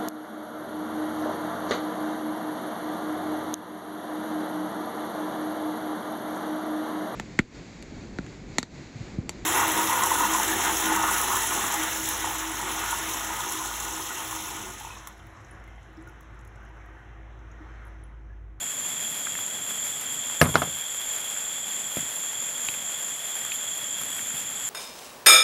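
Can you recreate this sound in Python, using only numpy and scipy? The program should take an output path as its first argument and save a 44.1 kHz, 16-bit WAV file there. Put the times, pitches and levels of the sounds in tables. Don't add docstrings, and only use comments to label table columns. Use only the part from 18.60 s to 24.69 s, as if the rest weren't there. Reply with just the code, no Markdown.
import sys
import numpy as np
from scipy import signal
from scipy.fft import rfft, irfft
from scipy.io import wavfile

SR = 44100
rng = np.random.default_rng(int(sys.argv[2]) if len(sys.argv) > 2 else 0)


def makeup_ratio(level_db):
    decades = np.asarray(level_db, float) / 20
    return 10 ** decades


def persist_wave(psi):
    counts = np.round(np.clip(psi, -1, 1) * 32767).astype(np.int16)
    wavfile.write(sys.argv[1], SR, np.atleast_2d(counts).T)


N = 268569

# f/Hz, density/dB per Hz
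FIZZ_COLOUR = [(330, -9), (550, -1.5), (1100, -2), (1800, 0), (2700, -1), (4000, -6.5), (5500, -8.5),
               (8300, -2), (10500, 3.5), (13000, -1.5), (15500, -9)]
# t/s, rise/dB, length/s
FLARES = [(0.07, 2.5, 0.2), (0.287, 2.5, 0.084), (0.522, 5.5, 0.18), (0.804, 4.3, 0.08),
          (1.102, 4.5, 0.076), (1.275, 3.5, 0.16), (1.412, 3, 0.032), (1.536, 5.5, 0.05),
          (2.188, 3.1, 0.13), (2.353, 4, 0.037), (2.559, 2.5, 0.36), (2.983, -3, 0.057), (3.366, 4.5, 0.12),
          (3.56, 4.5, 0.12), (3.886, 1.5, 0.08), (4.107, 5.1, 0.091), (4.615, 2, 0.42), (4.944, 7.5, 0.05),
          (5.168, 5, 0.074), (5.288, 0, 0.04), (5.418, 4.5, 0.066), (5.6, 4.5, 0.16), (5.778, 7, 0.06),
          (6.086, 5.5, 0.058)]
# t/s, peak level/dB, body level/dB
NEAR_BURSTS = [(0.714, -36, -5), (1.045, -34, -3), (1.1071, -24, 0), (1.3028, -29, -13), (1.4108, -20, -14),
               (1.505, -32, 3), (1.5284, -26, 0), (2.1863, -24, -20), (2.347, -35, -13),
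               (2.981, -23.5, -1.5), (3.5916, -26, -6), (4.4273, -20, -6), (4.5025, -23, -6),
               (4.8498, -21.5, -1), (5.4085, -32, -9), (5.4142, -17.5, -4), (5.434, -20, -9),
               (5.5016, -22, -7), (5.909, -21, -12), (5.9977, -22, -13)]
# t/s, peak level/dB, body level/dB
SCUFFS = [
    (1.7997, -19, -6),
    (1.8097, -17, -3),
]
# t/s, peak level/dB, f/Hz, ring/cycles, overtone level/dB
ASH_TICKS = [(0.067, -29, 1980, 8.9, -5), (0.252, -31, 1060, 11, -1), (0.6693, -24.5, 1400, 21, 0),
             (0.753, -24.5, 1860, 22, -2), (0.788, -27, 1330, 17, -6), (1.699, -36, 1020, 4.5, 14),
             (2.764, -29, 1570, 22, -2), (3.3707, -24, 2300, 12, -9), (3.393, -25, 1810, 8, -1),
             (4.0863, -26.5, 1000, 5.3, 4), (4.0864, -14.5, 2620, 24, -9), (4.1402, -18, 2500, 7.5, -12),
             (4.873, -30, 1580, 11, -7), (4.919, -20, 2570, 39, -8), (5.593, -24, 1870, 12, -3),
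             (5.705, -27, 1550, 12, -5)]
# t/s, strength/dB, f of the dropped thing/Hz, boom level/dB, rattle level/dB
EDGE_BLOWS = [
    (1.8145, 0, 1700, 0, -14),
    (1.815, -11, 2810, -21, -22),
    (1.8263, -8, 500, -3, -36),
    (1.9556, -2.5, 1410, -7.5, -16.5),
    (1.967, -45, 714, -2, -19),
]
# t/s, strength/dB, f of the dropped thing/Hz, boom level/dB, rattle level/dB
FLAT_BLOWS = [
    (1.8159, -9, 560, 5, -19),
    (1.8547, -31, 2200, -20, 2),
    (1.887, -39, 1500, -20, 5.5),
    (1.941, -36, 1400, 5, 5.5),
    (2.0193, -17.5, 1360, -4, -8),
]
# t/s, strength/dB, f/Hz, boom level/dB, rattle level/dB
SOFT_BLOWS = [
    (2.074, -37, 500, 2, -4),
    (3.3693, -25.5, 580, 3.5, -17),
    (3.384, -29.5, 252, -12, -22),
    (3.428, -38, 300, -8, -22),
    (4.091, -38, 350, -1, -24),
    (4.522, -45, 300, -3, -28),
    (5.7403, -41, 330, 8, -27),
]
# f/Hz, level/dB, t60/s
BOARD_BOOM = [(96, 2.5, 0.044), (150.3, 1.5, 0.14), (242, -3.5, 0.13), (370, -29, 0.044)]
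# f/Hz, level/dB, t60/s
BOARD_CLACK = [(500, -23, 0.074), (686, -0.5, 0.048), (1000, 4, 0.015), (1274, 2.5, 0.033),
               (2120, -2, 0.03), (2600, -21, 0.05), (2810, -20, 0.022), (5950, 7, 0.0019), (10100, 0, .003)]
# centre f/Hz, level/dB, t60/s
BOARD_RATTLE = [(134, 2, 0.43), (255, 7, 0.074), (494, 10, 0.088), (1100, 9.5, 0.14), (2200, 11.5, 0.056),
                (4440, 6, 0.066)]
# t/s, level/dB, t60/s
GRIT_SPRAYS = [
    (1.8143, -10.5, 0.04),
    (1.8255, -22, 0.11),
    (1.87, -37, 0.92),
    (1.956, -34, 0.57),
]
# t/s, rise/dB
THROBS = [(0.07, 3.5), (0.239, 4), (0.454, 4), (0.654, 3.5), (0.853, 3), (1.083, 3), (1.252, 4),
          (1.561, 3.5), (1.671, 3), (1.771, 2.5), (1.906, 2.7), (2.1, 3), (2.37, 3.5), (2.509, 4),
          (2.754, 3), (2.923, 2.5), (3.148, 4), (3.412, 4), (3.662, 3.5), (3.846, 5.1), (4.051, 5.5),
          (4.305, 4.9), (4.475, 3.5), (4.724, 3), (4.959, 3.5), (5.108, 3), (5.333, 4), (5.672, 3.5),
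          (5.812, 3), (6.086, 5)]
# t/s, level/dB
TRILL_EFFORT = [(0.0, -45), (0.32, -42), (1.17, -41.5), (2.27, -40), (2.56, -41.5), (3.34, -41.5),
                (3.63, -43), (4.92, -40.5), (6.09, -42.5)]
# t/s, level/dB
CHIRPS = [(.032, -47), (.262, -49), (.455, -53), (.635, -50), (.88, -49), (1.09, -46), (1.265, -46),
          (1.5, -49), (1.7, -48), (2.089, -51), (2.27, -47), (2.51, -55), (2.69, -47), (2.935, -48),
          (3.17, -45), (3.385, -49), (3.6, -58), (3.825, -57), (4.059, -54), (4.265, -51), (4.47, -49),
          (4.78, -48), (5.01, -51), (5.238, -51), (5.475, -42), (5.722, -51), (5.95, -42)]
# f/Hz, density/dB per Hz
NIGHT_COLOUR = [(60, -30), (95, 0.5), (150, 0.5), (250, 3), (370, -5.5), (1000, -19), (3000, -18.5)]
# t/s, level/dB
TRAFFIC = [(0, -49.5), (1.2, -50), (1.7, -52), (2.3, -53.5), (3.1, -52), (3.6, -52.5), (4.2, -50),
           (4.7, -53.5), (5.3, -51.5), (6.09, -51.5)]
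# t/s, peak level/dB, length/s
PUFFS = [(0.045, -69, 0.058), (0.309, -69.9, 0.2), (0.444, -75.3, 0.06), (0.703, -59, 0.18),
         (1.212, -70, 0.2), (1.312, -71.3, 0.05), (1.492, -68, 0.07), (1.821, -60, 0.16),
         (1.971, -55.9, 0.06), (2.488, -59, 0.12), (2.589, -68.6, 0.05), (2.863, -66, 0.09),
         (3.003, -74.7, 0.06), (3.367, -68.1, 0.09), (3.657, -70.7, 0.08), (3.931, -61, 0.2),
         (4.088, -58, 0.065), (4.435, -70.5, 0.11), (4.694, -88.4, 0.09), (4.959, -87.9, 0.06),
         (5.468, -70, 0.17), (5.822, -66.9, 0.14), (5.946, -71, 0.11)]


def rms_one(x):
    return x / np.sqrt(np.mean(x ** 2) + 1e-20)


def curve(rows):
    s, level_db = np.transpose(rows)
    return np.interp(np.arange(N) / SR, s, level_db)


def swells(rows):
    t = np.arange(0, N + 64, 64) / SR
    humps = [rise_db * np.exp(-(1.74 * (t - s) / length) ** 2) for s, rise_db, length in rows]
    return np.interp(np.arange(N) / SR, t, np.max(humps, axis=0))


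def drift(rate_hz):
    r = np.exp(-2 * np.pi * rate_hz * 40 / SR)
    draws = rng.standard_normal(N // 40 + 2002)
    slow = signal.lfilter([1], [1, -2 * r, r * r], draws)[2000:]
    return np.interp(np.arange(N) / 40, np.arange(len(slow)), rms_one(slow))


def band(x, low_hz, high_hz):
    return signal.sosfilt(signal.butter(2, [low_hz, high_hz], "band", fs=SR, output="sos"), x)


def ring(clicks, hz, t60):
    r = makeup_ratio(-60 / (t60 * SR))
    w = 2 * np.pi * hz / SR
    return signal.lfilter([0, np.sin(w)], [1, -2 * r * np.cos(w), r * r], clicks + 1e-18)


def colour(x, spectrum):
    hz, level_db = np.transpose(spectrum)
    hz = np.r_[hz[0] / 2, hz]
    level_db = np.r_[level_db[0] - 20, level_db]
    bins = np.linspace(1, SR / 2, 4097)
    cepstrum = irfft(np.log(makeup_ratio(np.interp(np.log(bins), np.log(hz), level_db))))
    cepstrum[1:4096] *= 2
    cepstrum[4097:] = 0
    return signal.oaconvolve(x, irfft(np.exp(rfft(cepstrum))))[:N]


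def grains(per_s, spread_db):
    sizes = makeup_ratio(spread_db * np.minimum(rng.exponential(1, N), 5)) * rng.choice([-1, 1], N)
    return sizes * (rng.random(N) < per_s / SR)


def place(out, s, sound):
    return out + np.pad(sound, (round(s * SR), N))[:N]


def sparkler():
    hiss_db, sputter_db = -43.5, -40.5
    flare_db = swells([(s, rise_db, 0.94 * length) for s, rise_db, length in FLARES])
    cracks_per_s = 2500 * makeup_ratio(2.2 * drift(7))
    cracks = rms_one(grains(cracks_per_s, spread_db=5.5))
    gas = rng.standard_normal(N) * makeup_ratio(0.9 * drift(10))
    fizz = colour(makeup_ratio(-6.5) * cracks + gas, FIZZ_COLOUR)
    sputter = signal.sosfilt(signal.butter(1, 5000, fs=SR, output="sos"), fizz)
    hiss = fizz - sputter
    return makeup_ratio(hiss_db + flare_db) * rms_one(hiss) + makeup_ratio(sputter_db + 0.16 * flare_db) * rms_one(sputter)


def bursts():
    edge, body = np.zeros((2, N))
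    for s, peak_db, body_db in [*NEAR_BURSTS, *SCUFFS]:
        at = round((s + 0.0013) * SR)
        edge[at] = -makeup_ratio(peak_db + 4)
        body[at] = -makeup_ratio(peak_db + body_db)
    return ring(edge, 10500, 0.0009) + ring(body, 1500, 0.003)


def ticks():
    out = np.zeros(N)
    click = np.eye(1, 1500)[0]
    chatter = click + 0.08 * np.roll(click, round(0.00129 * SR))
    for s, peak_db, hz, cycles, overtone_db in ASH_TICKS:
        overtones = sum(ring(chatter, ratio * hz, 1.3 * cycles / hz) for ratio in (1.14, 1.45, 1.7))
        ringing = ring(chatter, hz, cycles / hz) + makeup_ratio(overtone_db) * overtones
        onset = np.minimum(np.arange(len(click)) * hz / SR / 0.75, 1)
        out = place(out, s, makeup_ratio(peak_db + 1) * band(ringing * onset, hz / 2, 1.54 * hz))
    return out


def deck():
    out = np.zeros(N)
    t = np.arange(16000) / SR
    click = np.eye(1, len(t))[0]
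    contacts = [(11000, EDGE_BLOWS), (1740, FLAT_BLOWS), (640, SOFT_BLOWS)]
    blows = [(*row, contact_hz) for contact_hz, rows in contacts for row in rows]
    for s, blow_db, note_hz, boom_db, rattle_db, contact_hz in sorted(blows):
        thing = makeup_ratio(6) * ring(click, note_hz, 0.017)
        clack = sum(makeup_ratio(db - 8) * ring(click, hz, t60) for hz, db, t60 in BOARD_CLACK)
        boom = sum(makeup_ratio(db - 10) * ring(-click, hz, t60) for hz, db, t60 in BOARD_BOOM)
        rattle = []
        for hz, db, t60 in BOARD_RATTLE:
            noise = rms_one(band(rng.standard_normal(len(t)), hz / 2.07, hz * 1.37))
            decay = makeup_ratio(db + rattle_db - 9 - 60 * t / t60)
            rattle.append(noise * decay * np.minimum(t * hz / 2, 1))
        low = boom + rattle[0] + rattle[1]
        blow = thing + clack + sum(rattle[2:]) + makeup_ratio(boom_db) * low
        softening = signal.butter(1, contact_hz, fs=SR)
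        out = place(out, s, makeup_ratio(blow_db) * signal.lfilter(*softening, blow))
    return out


def grit():
    out = np.zeros(N)
    t = np.arange(5000) / SR
    spray = rms_one(band(grains(9800, spread_db=0), 8200, 12500))
    for k, (s, level_db, t60) in enumerate(GRIT_SPRAYS):
        piece = spray[(k + 1) * len(t):][:len(t)]
        out = place(out, s, piece * makeup_ratio(level_db - 60 * t / t60))
    return out


def chorus(centre_hz, spread_hz, t60, strokes, count):
    dealt = rng.integers(0, count, N)
    total = np.zeros(N)
    for k, offset in enumerate(np.linspace(-2.2, 2.2, count)):
        hz = centre_hz + spread_hz * offset
        wing = ring(ring(strokes * (dealt == k), hz, t60), hz, t60)
        total = total + np.exp(-offset * offset / 4) * wing
    return rms_one(total)


def insects():
    throb_s = 0.15
    shrill_db = -36.5 + swells([(s, rise_db, throb_s) for s, rise_db in THROBS])
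    shrill = chorus(7260, 161, 0.017, grains(2500, spread_db=-4), count=12)
    fringe = chorus(7075, 232, 0.0074, grains(2500, spread_db=-2), count=10)
    stroke_hz = 73.1 + 0.4 * drift(0.5)
    in_step = 1 + 0.24 * np.sin(2 * np.pi * np.cumsum(stroke_hz) / SR)
    trill = chorus(3325, 96.6, 0.039, grains(1500, spread_db=-1.5), count=10) * in_step
    return makeup_ratio(shrill_db) * (shrill + makeup_ratio(-5.5) * fringe) + makeup_ratio(curve(TRILL_EFFORT) + 0.5) * trill


def cricket():
    pulse_s, gap_s = 0.019, 0.022
    out = np.zeros(N)
    t = np.arange(round(pulse_s * SR)) / SR
    for s, level_db in CHIRPS:
        for k, (phase, luck) in enumerate(rng.normal(0, 1, (5, 2))):
            tone = np.sin(2 * np.pi * (7785 * t - 900 * t * t) + 0.85 * phase)
            pulse_db = level_db + 6.5 + 0.69 * k + 2.2 * luck
            out = place(out, s + gap_s * k, makeup_ratio(pulse_db) * np.sin(np.pi * t / t[-1]) * tone)
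    return out


def night():
    level_db = curve(TRAFFIC) + 0.94 * drift(0.42)
    return makeup_ratio(level_db) * rms_one(colour(rng.standard_normal(N), NIGHT_COLOUR))


def breeze():
    calm_db = -93
    puff_db = calm_db + swells([(s, peak_db - calm_db, 1.1 * length) for s, peak_db, length in PUFFS])
    return makeup_ratio(puff_db) * rms_one(band(rng.standard_normal(N), 25, 60))


def scene():
    air = sparkler() + bursts() + ticks() + deck() + grit() + insects() + cricket() + night()
    port = signal.butter(4, 62, "high", fs=SR, output="sos")
    return (signal.sosfilt(port, air) + breeze())[None]


def roll_off(x):
    return signal.sosfilt(signal.butter(12, 15710, fs=SR, output="sos"), x)


def record(dry):
    t = np.arange(N) / SR
    over_db = np.maximum(20 * np.log10(np.abs(dry[0]) + 1e-9) + 6, 0)
    fast, slow = 450 * t, 25 * t
    held_db = np.maximum.accumulate(over_db + fast) - fast
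    duck_db = signal.lfilter([0.01], [1, -0.99], held_db)
    long_held_db = np.maximum.accumulate(over_db + slow) - slow
    sag_db = signal.lfilter([0.002], [1, -0.998], long_held_db)
    limited = dry * makeup_ratio(-0.6 * duck_db - 0.067 * sag_db)
    rounded = 0.77 * np.tanh(limited / 0.77)
    mix = signal.sosfilt(signal.cheby2(12, 60, 16400, fs=SR, output="sos"), rounded)
    return roll_off(mix)


dry = scene()
out = record(dry)
persist_wave(out)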